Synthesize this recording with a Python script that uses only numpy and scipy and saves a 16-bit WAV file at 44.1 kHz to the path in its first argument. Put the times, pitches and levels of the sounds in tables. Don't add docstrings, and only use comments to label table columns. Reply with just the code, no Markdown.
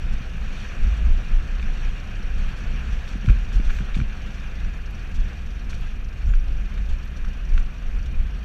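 import sys
import numpy as np
from scipy import signal
from scipy.fft import rfft, irfft, next_fast_len
from scipy.io import wavfile
from scipy.ndimage import uniform_filter1d, map_coordinates

SR = 44100
rng = np.random.default_rng(int(sys.argv[2]) if len(sys.argv) > 2 else 0)


def attenuation_scalar(level_db):
    decades = np.asarray(level_db, float) / 20
    return 10 ** decades


def int16_out(signal):
    q = np.round(np.clip(np.atleast_2d(signal).T, -1, 1) * 32767)
    wavfile.write(sys.argv[1], SR, q.astype(np.int16))


N = 372204

CLOCK_HZ = 2926.6

# time_s, wheel_turns
WHEEL = [(0.0, 0.31), (0.6, 15.79), (0.9, 23.65), (2.7, 71.4), (3.0, 79.01), (3.3, 85.8), (3.6, 92.16),
         (3.9, 98.96), (4.2, 105.44), (5.4, 133.48), (5.7, 140.08), (6.3, 153.68), (6.6, 160.64),
         (6.9, 167.83), (7.2, 174.68), (7.8, 189.19), (8.44, 205.13)]
# time_s, roar_db
LOAD = [(0.0, -44.5), (0.45, -43.5), (0.7, -42), (1.36, -43.5), (1.53, -43), (2.47, -44.5), (2.75, -41.5),
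        (3.1, -44.5), (3.24, -44), (4.63, -45), (4.89, -46.5), (5.26, -45), (5.5, -48), (5.85, -46),
        (5.97, -48.5), (6.28, -47.5), (6.42, -47.5), (8.44, -47.5)]
# peak_s, peak_db, rise_and_fall_s
SHUDDERS = [(.08, -23.5, 0.053), (.44, -27.5, .03), (.9, -16, 0.032), (1.07, -17.5, 0.048),
            (1.18, -30, 0.018), (1.36, -25.5, .03), (1.62, -27, 0.033), (2.22, -30, 0.055),
            (2.37, -22, 0.032), (2.76, -30, 0.056), (2.93, -26.5, 0.065), (3.15, -24, 0.024),
            (3.34, -25.5, 0.064), (3.55, -20, 0.026), (3.67, -22.5, 0.026), (3.79, -23.5, 0.035),
            (4.03, -37, 0.045), (4.66, -29.5, 0.063), (5.03, -31, .06), (5.19, -24.5, 0.041),
            (5.52, -30, 0.096), (5.83, -31.5, 0.29), (6.28, -22, 0.039), (6.53, -26, 0.14),
            (6.81, -23.5, 0.028), (6.92, -24, 0.025), (7.52, -24, 0.041), (8.12, -26, 0.17),
            (8.35, -30.5, 0.027)]
# start_s, peak_db, pitch_hz, damping_per_cycle
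JOLTS = [(3.155, -15, 189, 1.6), (3.245, -18.5, 170, 0.8), (3.278, -5.5, 111, 0.83),
         (3.293, 1.5, 43.4, 0.84), (3.3, -12.5, 208, 1.9), (3.531, -9.5, 39, 0.63),
         (3.5557, -2.5, 37.9, 1.1), (3.598, -13.5, 198, 1.36), (3.806, -14.5, 111, 1.7),
         (3.966, -14.5, 178, 0.67), (3.988, -11, 105, 1.3), (3.994, -24.5, 216, 0.36),
         (4.0, -9.5, 41.4, .9), (4.011, -10, 101, 1.04), (4.015, -22.5, 213, 0.47), (6.284, -9, 53, 0.86)]
# freq_hz, density_db
ROAR = [(200, -10.5), (330, -3.5), (600, -7.5), (900, -9), (1300, -3.5), (2100, -8.5), (3000, -11),
        (3900, -25.5), (5000, -36.5), (9000, -90)]
# freq_hz, density_db
FIZZ = [(2500, -10), (3400, -1), (4000, -9.5), (5000, -15), (6500, -10.5), (8000, -18.5), (10000, -25),
        (15000, -33)]


def unit(x):
    return x / np.sqrt(np.mean(x ** 2) + 1e-20)


def curves(rows):
    s, *cols = np.transpose(rows)
    return [np.interp(np.arange(N) / SR, s, c) for c in cols]


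def wobble(rate):
    knots = rng.standard_normal(int(N * rate / SR) + 4)
    return map_coordinates(knots, [np.arange(N) * rate / SR])


def coloured(x, spectrum, housed=True):
    # centre_hz, width_hz, lift_db
    resonances = [(510, 66, 5.5), (726, 140, 5.5), (1643, 410, 6), (2466, 410, 9), (2803, 200, 4.5),
                  (3153, 140, 3.5), (3685, 170, 4), (4420, 790, 8.5), (5710, 720, 10), (6420, 230, 1),
                  (7780, 360, 3.5)]
    m = 2 * next_fast_len(N // 2 + SR // 2)
    hz = np.fft.rfftfreq(m, 1 / SR)
    f, level = np.transpose(spectrum)
    db = np.interp(np.log(hz + 1), np.log(f + 1), level, left=level[0] - 30)
    if housed:
        db = db + sum(lift / (1 + (2 * (hz - c) / w) ** 2) for c, w, lift in resonances)
    cepstrum = irfft(np.log(attenuation_scalar(np.maximum(db, -170))), m)
    cepstrum[1:m // 2] *= 2
    cepstrum[m // 2 + 1:] = 0
    return irfft(rfft(x, m) * np.exp(rfft(cepstrum)), m)[:N]


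def patchy(depth_db):
    z = signal.stft(rng.standard_normal(N + 512), nperseg=512)[2]
    field = uniform_filter1d(rng.standard_normal(z.shape), size=6, axis=0)
    field = uniform_filter1d(field, size=6, axis=1)
    return signal.istft(z * attenuation_scalar(depth_db * unit(field)), nperseg=512)[1][:N]


def add(out, s, piece):
    part = out[round(s * SR):][:len(piece)]
    part += piece[:len(part)]


def steadied(x, share):
    envelope = np.abs(signal.hilbert(x, next_fast_len(N))[:N])
    return unit(x / (envelope + 0.6 * np.std(x)) ** share)


def swells(rows, rest_db):
    t = np.arange(0, N + 64, 64) / SR
    power = attenuation_scalar(rest_db) ** 2
    for s, db, length in rows:
        power = power + (attenuation_scalar(db) / np.cosh(np.clip((t - s) / length, -30, 30))) ** 2
    return np.interp(np.arange(N) / SR, t, np.sqrt(power))


def load_scaled(growth):
    load_db, = curves(LOAD)
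    return load_db.mean() + growth * (load_db - load_db.mean())


def wind_sway():
    # peak_s, peak_db, rise_and_fall_s
    gusts = [(.11, -18.5, 0.072), (.49, -26.5, 0.077), (.83, -13, 0.021), (1.12, -12.5, 0.042),
             (1.36, -13.5, 0.027), (1.65, -18.5, 0.077), (1.88, -18, 0.047), (2.22, -19, 0.047),
             (2.44, -15.5, 0.055), (2.72, -22.5, 0.047), (2.93, -20, 0.033), (3.31, -20, 0.032),
             (3.41, -22, 0.053), (3.62, -28, 0.023), (3.7, -18.5, 0.028), (4.0, -18.5, 0.072),
             (4.66, -23, 0.021), (5.0, -30.5, .08), (5.21, -17, 0.035), (5.47, -29, 0.021),
             (5.83, -28.5, 0.17), (6.33, -10.5, 0.033), (6.53, -24, 0.17), (6.82, -29, 0.037),
             (6.92, -14.5, 0.017), (7.24, -18, 0.028), (7.4, -28, 0.024), (7.57, -11.5, .04),
             (7.94, -15.5, 0.043), (8.18, -14.5, 0.036)]
    # freq_hz, density_db
    slow_spectrum = [(8, -31.5), (14, -11), (20, -1), (27, -4.5), (34, -1.5), (42, -18), (60, -83),
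                     (400, -170)]
    turn = 2 * np.pi * curves(WHEEL)[0]
    sway = unit(coloured(rng.standard_normal(N), slow_spectrum, housed=False))
    once_a_turn = 0.88 * np.cos(turn + 0.82 * wobble(7.7))
    return swells(gusts, rest_db=-32) * steadied(sway + once_a_turn, share=0.5)


def sled_shudder():
    # freq_hz, density_db
    quick_spectrum = [(30, -33), (40, 4.5), (52, 3), (62, 4), (75, -7.5), (100, -23.5), (130, -39),
                      (600, -170)]
    turn = 2 * np.pi * curves(WHEEL)[0]
    shake = unit(coloured(rng.standard_normal(N), quick_spectrum, housed=False))
    twice_a_turn = 0.5 * np.cos(2 * turn + 1.04 * wobble(7.4))
    return swells(SHUDDERS, rest_db=-33.5) * steadied(shake + twice_a_turn, share=0.74)


def frame_rumble():
    # freq_hz, density_db
    frame_spectrum = [(60, -14), (90, -1), (125, -2.5), (150, -5.5), (205, -5), (255, -14.5), (310, -20.5),
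                      (450, -24), (900, -39), (3000, -140)]
    jarred_db, jarred_s = -34.5, 0.0095
    rumble = coloured(patchy(depth_db=-1.3), frame_spectrum, housed=False)
    rumble = unit(attenuation_scalar(0.1 * wobble(30)) * rumble)
    steady = attenuation_scalar(load_scaled(growth=0.57) + 4.5 + 0.47 * wobble(14))
    shaken = attenuation_scalar(-30.5) * swells(SHUDDERS, rest_db=-33.5)
    jarred = swells([(s + jarred_s, db + jarred_db, jarred_s) for s, db, hz, damping in JOLTS], rest_db=-77)
    return (steady + shaken + jarred) * rumble


def rolling():
    shake = wobble(7.7)
    roar_db = load_scaled(growth=1) - 0.2 + 0.4 * shake + 0.75 * wobble(35)
    fizz_db = load_scaled(growth=1.2) - 11 + 1.6 * shake + 0.24 * wobble(30)
    roar = attenuation_scalar(roar_db) * unit(coloured(patchy(depth_db=1.04), ROAR))
    fizz = attenuation_scalar(fizz_db) * unit(coloured(patchy(depth_db=2.15), FIZZ))
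    return roar + fizz


def flaw_rasp():
    # freq_hz, density_db
    rasp_spectrum = [(2500, -28.5), (4000, -0.5), (5000, -2.5), (6300, -0.5), (7500, -14), (11000, -15),
                     (15000, -22)]
    turns = curves(WHEEL)[0] + 0.22 + 0.072 * wobble(24)
    since = turns % 1
    strength = attenuation_scalar(3.1 * np.tanh(rng.standard_normal(size=300)))[turns.astype(int)]
    flaw = strength * (1 - np.exp(-since / 0.1)) * np.exp(-since / 0.2) * 2
    return attenuation_scalar(-55.5) * flaw * unit(coloured(patchy(depth_db=2.0), rasp_spectrum))


def crackle():
    clicks = np.zeros(N)
    where, size = rng.random((2, 400))
    clicks[(where * N).astype(int)] = attenuation_scalar(-57 - 3 * np.log(size + 0.06))
    spectrum = [(4000, -26), (8000, 2), (11000, -5), (14000, -7.5), (15200, -31)]  # (freq_hz, density_db)
    return coloured(clicks, spectrum, housed=False)


def camera():
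    # multiple, rms_db
    overtones = [(3, -85), (4, -80.5), (5, -81.5)]
    # freq_hz, density_db
    hiss_spectrum = [(3000, -10), (9000, 0), (12500, -1), (14800, -2), (15100, -12), (15300, -50)]
    frame_hz = 29.97
    t = (np.arange(N) / SR) % (1 / frame_hz)
    whine = sum(np.sqrt(2) * attenuation_scalar(db) * np.sin(2 * np.pi * k * CLOCK_HZ * t) for k, db in overtones)
    hiss = attenuation_scalar(-76.5) * unit(coloured(rng.standard_normal(N), hiss_spectrum, housed=False))
    return whine + hiss


def scuffs():
    # start_s, level_db, length_s
    bursts = [(0.121, -47.5, 0.027), (0.96, -51, .02), (1.42, -53, 0.026), (1.616, -60, .02),
              (2.373, -49, 0.023), (2.568, -51, 0.042), (2.92, -50, 0.02), (2.944, -66, .015),
              (3.066, -50, 0.086), (3.24, -51, 0.062), (3.3, -53, .02), (3.521, -47, 0.055),
              (3.61, -62, 0.011), (3.643, -49, 0.048), (3.71, -47, .012), (3.726, -51, .09),
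              (3.945, -43, 0.023), (3.97, -49.5, 0.031), (4.59, -58, 0.034), (5.14, -46.5, 0.031),
              (5.692, -44.5, 0.028), (5.735, -50, 0.029), (5.806, -51, .012), (6.283, -53, 0.018),
              (6.887, -47.5, 0.022), (6.92, -52, 0.025), (7.167, -46, .015), (7.568, -50, 0.018),
              (7.59, -50, 0.017), (8.056, -44, 0.012)]
    press, t = np.zeros(N), np.arange(SR // 3) / SR
    for s, db, length in bursts:
        add(press, s, attenuation_scalar(db) * np.exp(-(t / length) ** 2) * (1 - np.exp(-t / 0.005)))
    brighter = [(hz, db + 2.1 * np.log2(hz / 4000)) for hz, db in FIZZ]
    grain = rng.standard_normal(N) * attenuation_scalar(2.9 * wobble(400))
    return press * unit(coloured(grain, brighter))


def joints():
    # start_s, low_db, middle_db, high_db
    knocks = [(1.596, -39, -36, -43), (1.627, -49, -31.5, -42), (3.075, -37, -40, -49),
              (3.134, -36, -40, -50), (3.2176, -41, -51, -51), (3.26, -36, -36, -47),
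              (3.2864, -26.5, -30.5, -48), (3.2962, -31, -29, -46), (3.3015, -46, -37, -48),
              (3.5193, -37, -47, -49), (3.5998, -38, -34.5, -46), (3.6973, -28, -41, -48),
              (3.702, -33, -33, -49), (3.7055, -35.5, -43, -65), (3.787, -29.5, -36.5, -43),
              (3.807, -36, -48, -50), (3.9445, -46, -31, -34.5), (3.951, -40, -36, -40),
              (3.9745, -48, -35, -45), (4.0007, -31, -38, -48), (4.0133, -37, -34, -54),
              (4.0983, -42, -43, -45), (4.647, -38, -41, -57), (5.7296, -35, -35, -53),
              (6.3368, -33, -36, -54), (6.7776, -37, -37, -59), (7.2466, -36, -43, -47),
              (7.5202, -50, -41, -53), (7.5775, -29, -28.5, -43.5)]
    modes_hz = [1495, 2390, 3580]
    rise_s, rattle_t60_s = 0.001, 0.026
    ring, loose, t = np.zeros(N), np.zeros(N), np.arange(SR // 3) / SR
    swing = t / rise_s * np.exp(1 - t / rise_s)
    fade = attenuation_scalar(3.5 - 60 * t / rattle_t60_s) * (1 - np.exp(-t / rise_s))
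    detunes = 1 + 0.03 * rng.standard_normal((len(knocks), 3))
    for (s, *levels), detune in zip(knocks, detunes):
        modes = zip(modes_hz, levels, detune)
        add(ring, s, swing * sum(attenuation_scalar(db) * np.sin(2 * np.pi * hz * d * t) for hz, db, d in modes))
        add(loose, s, np.sum(attenuation_scalar(np.array(levels))) * fade)
    rattle = coloured(loose * rng.standard_normal(N), ROAR[3:])
    crack = attenuation_scalar(-12.5) * coloured(loose * rng.standard_normal(N), FIZZ)
    return ring + rattle + crack


def snaps():
    # start_s, peak_db, pitch_hz
    clicks = [(1.6227, -52, 9000), (4.7506, -50, 10500), (4.7735, -52, 10000), (4.9102, -42, 12000),
              (4.9546, -51, 10000), (5.0519, -49, 11000), (5.0963, -48, 10500), (5.1407, -66, 11000),
              (5.3587, -60, 10000), (5.495, -80, 10000), (5.8112, -40, 14400), (6.5296, -48, 11000),
              (6.6004, -52, 11000), (6.7411, -48, 12000), (7.0534, -43, 13500), (8.1264, -47, 9400)]
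    out, t = np.zeros(N), np.arange(SR // 3) / SR
    for s, db, hz in clicks:
        add(out, s, attenuation_scalar(db - 60 * t / 0.0019) * np.sin(2 * np.pi * hz * t))
    return out


def squeaks():
    # start_s, length_s, start_hz, end_hz, level_db
    glides = [
        (2.865, 0.11, 3370, 3420, -84),
        (3.685, 0.12, 3400, 3440, -66),
        (6.18, 0.03, 3430, 3330, -71),
        (6.255, 0.098, 3380, 3460, -67),
        (6.325, .07, 3300, 3370, -72),
    ]
    # multiple, level_db
    orders = [(2, 3.5), (3, -12), (4, -1)]
    out = np.zeros(N)
    for s, length, start_hz, end_hz, db in glides:
        n = round(length * SR)
        phase = 2 * np.pi * np.cumsum(np.linspace(start_hz, end_hz, n)) / SR
        tone = sum(attenuation_scalar(level) * np.sin(k * phase) for k, level in orders)
        add(out, s, attenuation_scalar(db) * np.sqrt(np.hanning(n)) * tone)
    return out * attenuation_scalar(1.7 * wobble(75))


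def jolts():
    out, t = np.zeros(N), np.arange(SR // 3) / SR
    for s, db, hz, damping in JOLTS:
        envelope = np.exp(-damping * hz * t) * (1 - np.exp(-6 * hz * t)) ** 2
        add(out, s, -attenuation_scalar(db) * np.sin(2 * np.pi * hz * t) * envelope)
    return out


def scene():
    body = wind_sway() + sled_shudder() + frame_rumble() + jolts()
    track = rolling() + flaw_rasp() + joints() + scuffs() + squeaks()
    return (body + track + crackle() + snaps())[None]


def thinned(x):
    top_hz, thin_hz, thin_limit = 15000, 12600, -0.5
    hz, t, z = signal.stft(x, SR, nperseg=1024)
    luck = uniform_filter1d(rng.standard_normal((len(hz) // 6 + 1, len(t))), size=3, axis=1)
    busy = 0.6 * np.interp(t, np.arange(N) / SR, wobble(20))
    dropped = np.repeat(unit(luck) + busy < thin_limit, 6, axis=0)[:len(hz)]
    dropped = dropped & (hz > thin_hz)[:, None]
    dropped[np.abs(hz - 5 * CLOCK_HZ) < 150] = False
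    gain = np.where(dropped, 0.03, 1) * (hz < top_hz)[:, None]
    return signal.istft(z * gain, SR, nperseg=1024)[1][..., :N]


def band_limit(x):
    return signal.sosfilt(signal.butter(12, 15700, fs=SR, output="sos"), x)


def record(dry):
    soft = dry / (1 + np.abs(dry / 0.8) ** 6) ** (1 / 6)
    mix = thinned(soft + camera())
    return band_limit(mix)


dry = scene()
out = record(dry)
int16_out(out)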